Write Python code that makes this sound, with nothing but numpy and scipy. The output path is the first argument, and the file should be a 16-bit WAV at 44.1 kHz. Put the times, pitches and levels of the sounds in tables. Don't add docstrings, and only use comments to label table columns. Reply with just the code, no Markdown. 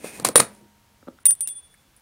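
import sys
import numpy as np
from scipy import signal
from scipy.fft import rfft, irfft, next_fast_len
from scipy.io import wavfile
from scipy.ndimage import uniform_filter1d

SR = 44100
rng = np.random.default_rng(int(sys.argv[2]) if len(sys.argv) > 2 else 0)


def boost_factor(decibels):
    exponent = np.asarray(decibels, float) / 20
    return 10 ** exponent


def transcribe(u):
    v = np.clip(np.atleast_2d(u).T, -1, 1)
    q = np.round(v * 32767).astype(np.int16)
    wavfile.write(sys.argv[1], SR, q)


N = 88640

# time in seconds, grit level in dB, rumble level in dB.
DRAG_PATH = [(0, -55.5, -48.5), (0.036, -51, -47.5), (0.046, -42, -33), (0.073, -41.5, -42.5),
             (.12, -48.5, -48), (0.166, -45.5, -43.5), (.19, -48.5, -39), (0.239, -51, -35.5),
             (0.256, -29.5, -31), (0.276, -27.5, -27.5), (.3, -49, -30), (.345, -66, -46.5),
             (0.368, -25.5, -26), (0.422, -32.5, -28.5), (0.469, -55.5, -52), (.57, -62.5, -58),
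             (.62, -73, -55.5)]
# frequency in Hz, density in dB per Hz.
GRIT_SPECTRUM = [(150, -62), (400, -6), (1100, -15.5), (2000, -8), (2450, -8), (3000, -16), (9400, -15.5),
                 (16000, -25)]
# frequency in Hz, width in Hz, level in dB.
SQUEAL_MODES = [(2500, 130, -3.5), (9100, 500, 2)]
# frequency in Hz, density in dB per Hz.
RUMBLE_SPECTRUM = [(40, -16), (110, -5), (240, 1.5), (480, -7), (900, -10.5), (2000, -34)]
# time in seconds, level in dB.
BUZZ_PATH = [(.2, -64.5), (.245, -57.5), (.252, -30), (.29, -46), (.345, -53.5), (.356, -44), (.363, -5),
             (.367, -5.5), (.376, -14), (.38, -10), (.387, -24.5), (.398, -16.5), (.403, -9), (.41, -32.5),
             (.46, -46), (.51, -63), (.56, -62), (.62, -72)]
# frequency in Hz, width in Hz, level in dB.
HELD_ROTOR_MODES = [(9260, 70, 0), (9375, 60, 0), (9510, 80, -2), (9960, 600, -11)]
SQUEAL_END_S, RUMBLE_DB = .19, -3
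GRAINS_PER_S, GRAIN_SPREAD_DB = 14000, 2

# start in seconds, crack in dB, crack t60 in seconds, table push in dB.
KNOCK_EVENTS = [(0.0435, -36, .02, -22), (0.1982, -24.5, 0.016, -27.5), (0.2474, -14, 0.012, -30.5),
                (.249, -5, 0.011, -18), (0.2518, -13, 0.0091, -34.5), (.2582, -17, 0.0069, -29.5),
                (.2635, -18, .02, -21.5), (0.269, -25, 0.0072, -29), (0.272, -18.5, 0.0087, -25),
                (0.2876, -8.5, 0.0069, -35.5), (0.291, -26, 0.0074, -17), (.3558, -41.5, .01, -17.5),
                (0.3571, 4.5, 0.015, -8), (0.3622, -7.5, 0.016, -24.5), (0.38, -12, .012, -21),
                (0.387, -25, .01, -30), (0.3994, -6, 0.0096, -20.5), (0.4023, -2, .012, -13),
                (.55, -46.5, .05, -55), (.409, -26.5, .01, -29.5), (0.611, -65, .01, -48)]
# frequency in Hz, density in dB per Hz.
CRACK_SPECTRUM = [(240, -36.5), (400, -8), (1250, -7), (2050, -17), (3020, -18), (4000, -8), (5700, -16.5),
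                  (9180, -3.5), (16000, -28.5)]
# frequency in Hz, width in Hz, level in dB.
TABLE_MODES = [(250, 32, -9), (508.3, 90, 5.5), (714, 90, -12.5), (990, 360, -11.5), (1303, 89, -1.5),
               (2200, 400, -10.5), (3900, 170, -9.5)]
# frequency in Hz, level in dB, t60 in seconds.
HUM_MODES = [
    (207, -49, 1.3),
    (933, -62, 3.5),
]
CRACK_MAX_S, HUM_S = .014, .47

# start in seconds, level in dB, frequency in Hz, t60 in seconds.
TICK_EVENTS = [(1.1875, -41, 1400, .014), (1.188, -54, 3600, .012), (1.082, -52, 4000, .015),
               (1.086, -52, 3400, .015), (1.027, -50, 1500, .015), (1.264, -42, 350, .02),
               (1.389, -44, 10000, .05), (1.741, -47, 1700, .015), (1.746, -50, 2200, .02),
               (1.203, -58, 9330, .1), (1.204, -58, 10800, .01), (1.229, -54, 10000, .03),
               (1.088, -54, 9000, .01), (1.088, -58, 12000, .008), (1.2643, -6, 10200, .008),
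               (1.3066, -22, 13100, .012), (1.309, -24, 12070, .018), (1.2565, -22, 8145, .02),
               (.3812, -18, 3900, .015), (.3812, -16, 7300, .012), (.3625, -16, 3700, .012),
               (.62, -52, 335, .2), (1.1, -46, 330, .07), (1.126, -53, 560, .06), (.265, -34, 120, .12),
               (.415, -30, 125, .12), (.62, -50, 130, .15), (.3565, -4, 515, .035), (.4025, -10, 1250, .03),
               (.358, -15, 1280, .03)]

# start in seconds, level in dB, brightness in dB.
TAP_EVENTS = [
    (1.0274, -45.5, 19),
    (1.071, -37, 9.5),
    (1.078, -35, 24),
    (1.083, -28.5, 16),
    (1.089, -38.5, -34.5),
    (1.134, -52, -18.5),
]
# frequency in Hz, width in Hz, level in dB.
PAD_MODES = [(240, 41, 2), (327.3, 92, -4), (542, 78, -1), (850, 82, -8.5), (1280, 111, -0.5),
             (3700, 600, -22.5)]

# start in seconds, crack level in dB.
STRIKE_EVENTS = [(1.2548, -5), (1.2644, -11.5), (1.3065, -12), (1.351, -34.5), (1.407, -15.5),
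                 (1.474, -17.5), (1.481, -30), (1.487, -23.5), (1.741, -50), (1.752, -61), (1.775, -57),
                 (1.964, -47), (1.973, -58), (1.996, -57)]
# frequency in Hz, density in dB per Hz.
CLINK_SPECTRUM = [(410, -79), (700, -42), (2130, -25), (4990, -26.5), (6830, -22), (9230, -4.5),
                  (10800, -20), (13300, -15.5), (16000, -23.5)]
# frequency in Hz, level in dB, t60 in seconds.
CAGE_MODES = [(2080, -35, 0.034), (2745, -34, 0.025), (3720, -22, 0.023), (4927, -34, 0.0281),
              (5850, -29.5, 0.056), (8020, -13.5, 0.034), (9430, -4, 0.028), (10000, -4.5, 0.02),
              (10820, -16, 0.019), (11766, -11.5, 0.028), (12980, -29, 0.025)]
# start in seconds, level in dB, delay to the first beat null in
# seconds, null to null in seconds, t60 in seconds.
RING_EVENTS = [
    (1.2545, -5, .05, .072, .3),
    (1.2642, -6, .014, .032, .7),
    (1.3065, 1.5, .0045, .04, .075),
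    (1.357, -38, .03, .072, .5),
    (1.4075, -13, .068, .072, .17),
    (1.474, -20, .018, .072, .12),
    (1.493, -27, .056, .072, .43),
    (1.55, -27, 0, .068, .26),
    (1.618, -47, 0, .075, .55),
    (1.962, -58, .05, .072, .3),
]
# time in seconds, frequency in Hz.
RING_PITCH = [(1.25, 9345), (1.29, 9338), (1.35, 9335), (1.415, 9317), (1.56, 9312), (1.68, 9292),
              (1.8, 9308), (1.95, 9400)]
# start in seconds, frequency in Hz, level in dB, delay to the first beat null in
# seconds, t60 in seconds.
SIDE_RINGS = [(1.2642, 3430, -39, .06, .15), (1.3065, 3430, -55, .05, .5), (1.4075, 3450, -57, .05, .4),
              (1.484, 3443, -46, .055, .9), (1.2642, 8245, -33, .06, .12), (1.3065, 8258, -44, .065, .3),
              (1.4075, 8242, -31, .06, .13), (1.476, 8180, -37, .068, .33), (1.2545, 9470, -4, .05, .035),
              (1.3065, 9440, -15, .06, .05), (1.4075, 9469, -29, .06, .19), (1.49, 9426, -36, .06, .2),
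              (1.2642, 2750, -33, .05, .04), (1.455, 2740, -47, .05, .15), (1.474, 2740, -50, .06, .12),
              (1.2545, 15380, -19, .036, .2), (1.474, 15340, -46, .05, .2), (1.2642, 14360, -35, .06, .08),
              (1.3065, 14480, -35, .06, .1), (1.4075, 14180, -38, .05, .08), (1.474, 14100, -36, .06, .1),
              (1.2545, 11660, -30, .06, .15), (1.318, 11640, -46, .06, .12), (1.4075, 11660, -38, .06, .12),
              (1.474, 11640, -44, .06, .17), (1.2642, 9900, -24, .05, .06), (1.4075, 10230, -36, .06, .06),
              (1.474, 9920, -38, .06, .11), (1.2545, 13000, -32, .06, .07)]
DAMP_TIMES = [
    1.3065,
    1.4075,
    1.474,
    3,
]
CLINK_S, WASH_S, WASH_DB = .011, .09, -26
BEAT_S, BEAT_DEPTH = .072, .97

# frequency in Hz, t60 in seconds.
ROOM_T60 = [(100, 0.31), (500, 0.31), (3000, .22), (12000, 0.099)]
# frequency in Hz, density in dB per Hz.
FLOOR_SPECTRUM = [(15, -38), (25, -7.5), (70, 1), (427, -14.5), (863, -13.5), (936, -13.5), (1190, -15.5),
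                  (1480, -15.5), (16000, -26)]
TABLE_ROOM_DB, PAD_ROOM_DB, CLINK_ROOM_DB = -16.5, -16.5, -22
FLOOR_DB, BASS_HZ = -60.5, 71

# start in seconds, end in seconds.
TREBLE_DIPS = [
    (.232, .243),
    (.338, .351),
    (1.235, 1.249),
]
DIP_HZ, SPARED_HZ, EDGE_HZ = 4000, 9400, 500
CLIP_TOP, CLIP_HARD = 1, 8
TOP_HZ, TOP_WIDTH_HZ, TOP_DB = 15600, 900, -22


def unit(x):
    return x / np.sqrt(np.mean(x ** 2) + 1e-20)


def along(points, hz):
    f, v = np.transpose(points)
    return np.interp(np.log(hz + 1), np.log(f + 1), v)


def curve(rows):
    return np.interp(np.arange(N) / SR, *np.transpose(rows))


def filtered(x, response):
    m = next_fast_len(N + SR // 2)
    return irfft(rfft(x, m) * response(np.fft.rfftfreq(m, 1 / SR)), m)[:N]


def shaped(x, spectrum):
    return unit(filtered(x, lambda hz: boost_factor(along(spectrum, hz))))


def coloured(spectrum):
    return shaped(rng.standard_normal(N), spectrum)


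def body(x, modes):
    def response(f):
        total = 0
        for k, (centre_hz, width_hz, db) in enumerate(modes):
            loss = 1j * f * width_hz
            total = total + (-1) ** k * boost_factor(db) * loss / (centre_hz ** 2 - f * f + loss + 1e-9)
        return total

    blow = irfft(response(np.fft.rfftfreq(SR, 1 / SR)))
    return filtered(x, response) / np.abs(blow).max()


def dying(s, db, t60, attack_s=0.00051):
    t = np.maximum(np.arange(N) / SR - s, 0)
    return boost_factor(db - 60 * t / t60) * (1 - np.exp(-t / attack_s))


def drag():
    t = np.arange(N) / SR
    s, grit_db, rumble_db = np.transpose(DRAG_PATH)
    fade = np.clip((s[-1] + 0.091 - t) / 0.08, 0, 1)
    hits = rng.random(N) < GRAINS_PER_S / SR
    grains = hits * boost_factor(GRAIN_SPREAD_DB * rng.standard_normal(N)) * rng.standard_normal(N)
    squeal = (t < SQUEAL_END_S) * unit(body(grains, SQUEAL_MODES))
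    grit = boost_factor(np.interp(t, s, grit_db)) * (shaped(grains, GRIT_SPECTRUM) + squeal)
    rumble = boost_factor(RUMBLE_DB + np.interp(t, s, rumble_db)) * coloured(RUMBLE_SPECTRUM)
    buzzing = (t > BUZZ_PATH[0][0]) * (t < BUZZ_PATH[-1][0])
    buzz = buzzing * boost_factor(curve(BUZZ_PATH)) * unit(body(rng.standard_normal(N), HELD_ROTOR_MODES))
    return fade * (grit + rumble) + buzz


def knocks():
    t = np.arange(N) / SR
    crack, push, hum = np.zeros(N), np.zeros(N), np.zeros(N)
    for s, crack_db, t60, table_db in KNOCK_EVENTS:
        crack += dying(s, crack_db, min(t60, CRACK_MAX_S), attack_s=0.00013)
        push += dying(s, table_db - 12, 0.0027, attack_s=0.00027)
    for hz, db, t60 in HUM_MODES:
        hum += dying(HUM_S, db, t60, attack_s=0.023) * np.sin(2 * np.pi * hz * t)
    return crack * coloured(CRACK_SPECTRUM) + body(push, TABLE_MODES) + hum


def ticks():
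    t, out = np.arange(N) / SR, np.zeros(N)
    for s, db, hz, t60 in TICK_EVENTS:
        out += dying(s, db, t60, attack_s=0.22 / hz) * np.sin(2 * np.pi * hz * (t - s))
    return out


def taps():
    push = np.zeros(N)
    for s, db, bright_db in TAP_EVENTS:
        push += dying(s, db - 18 + bright_db, 0.012 / boost_factor(bright_db), attack_s=0.0006)
    return body(push, PAD_MODES)


def beating(s, null_s, beat_s):
    t = np.arange(N) / SR - s - null_s
    return np.sqrt(1 - BEAT_DEPTH * np.cos(np.pi * t / beat_s) ** 2)


def clinks():
    t, out = np.arange(N) / SR, np.zeros(N)
    clink = coloured(CLINK_SPECTRUM)
    for s, db in STRIKE_EVENTS:
        out += (dying(s, db, CLINK_S) + dying(s, db + WASH_DB, WASH_S)) * clink
        for hz, mode_db, t60 in CAGE_MODES:
            level_db = db + mode_db + 4.1 * rng.normal()
            mode_hz = hz * (1 + .004 * rng.normal())
            out += dying(s, level_db, t60) * np.sin(2 * np.pi * mode_hz * t)
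    return out


def rotor_ring():
    t, swell = np.arange(N) / SR, np.zeros(N)
    for s, db, null_s, beat_s, t60 in RING_EVENTS:
        swell = np.where(t > s, beating(s, null_s, beat_s) * dying(s, db, t60), swell)
    phase = 2 * np.pi * np.cumsum(curve(RING_PITCH)) / SR
    return uniform_filter1d(swell, size=21) * np.sin(phase)


def side_rings():
    t, out = np.arange(N) / SR, np.zeros(N)
    for s, hz, db, null_s, t60 in SIDE_RINGS:
        stop_s = min(d for d in DAMP_TIMES if d > s)
        free = np.clip((stop_s - t) / .003 + 1, 0, 1)
        level = free * beating(s, null_s, BEAT_S) * dying(s, db, t60, attack_s=.001)
        out += level * np.sin(2 * np.pi * hz * (t - s))
    return out


def room(x, wet_db):
    hz, t, z = signal.stft(rng.standard_normal(SR // 2), SR, nperseg=256)
    decay = boost_factor(-60 * t / along(ROOM_T60, hz)[:, None])
    tail = signal.istft(z * decay, SR, nperseg=256)[1]
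    delayed = np.pad(x, (200, 0))
    return x + boost_factor(wet_db) * signal.fftconvolve(delayed, tail / np.linalg.norm(tail))[:N]


def scene():
    table = room(drag() + knocks(), TABLE_ROOM_DB)
    soft = room(taps(), PAD_ROOM_DB)
    metal = room(ticks() + clinks() + rotor_ring() + side_rings(), CLINK_ROOM_DB)
    near = filtered(table + soft + metal, lambda hz: (1j * hz / (BASS_HZ + 1j * hz)) ** 2)
    return (near + boost_factor(FLOOR_DB) * coloured(FLOOR_SPECTRUM))[None]


def dip_treble(x):
    def treble_gain(hz):
        high = (1 + np.tanh((hz - DIP_HZ) / EDGE_HZ)) / 2
        return high * (1 - np.exp(-((hz - SPARED_HZ) / EDGE_HZ) ** 2))

    t = np.arange(N) / SR
    lost = sum((t > a) * (t < b) for a, b in TREBLE_DIPS) * 1.
    return x - filtered(x, treble_gain) * uniform_filter1d(lost, size=89)


def band_limit(x):
    return signal.sosfilt(signal.butter(12, 16290, fs=SR, output="sos"), x)


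def record(dry):
    clipped = dry[0] / (1 + np.abs(dry[0] / CLIP_TOP) ** CLIP_HARD) ** (1 / CLIP_HARD)
    mix = filtered(dip_treble(clipped), lambda hz: boost_factor(TOP_DB * np.clip((hz - TOP_HZ) / TOP_WIDTH_HZ, 0, 1)))
    return band_limit(mix[None])


dry = scene()
out = record(dry)
transcribe(out)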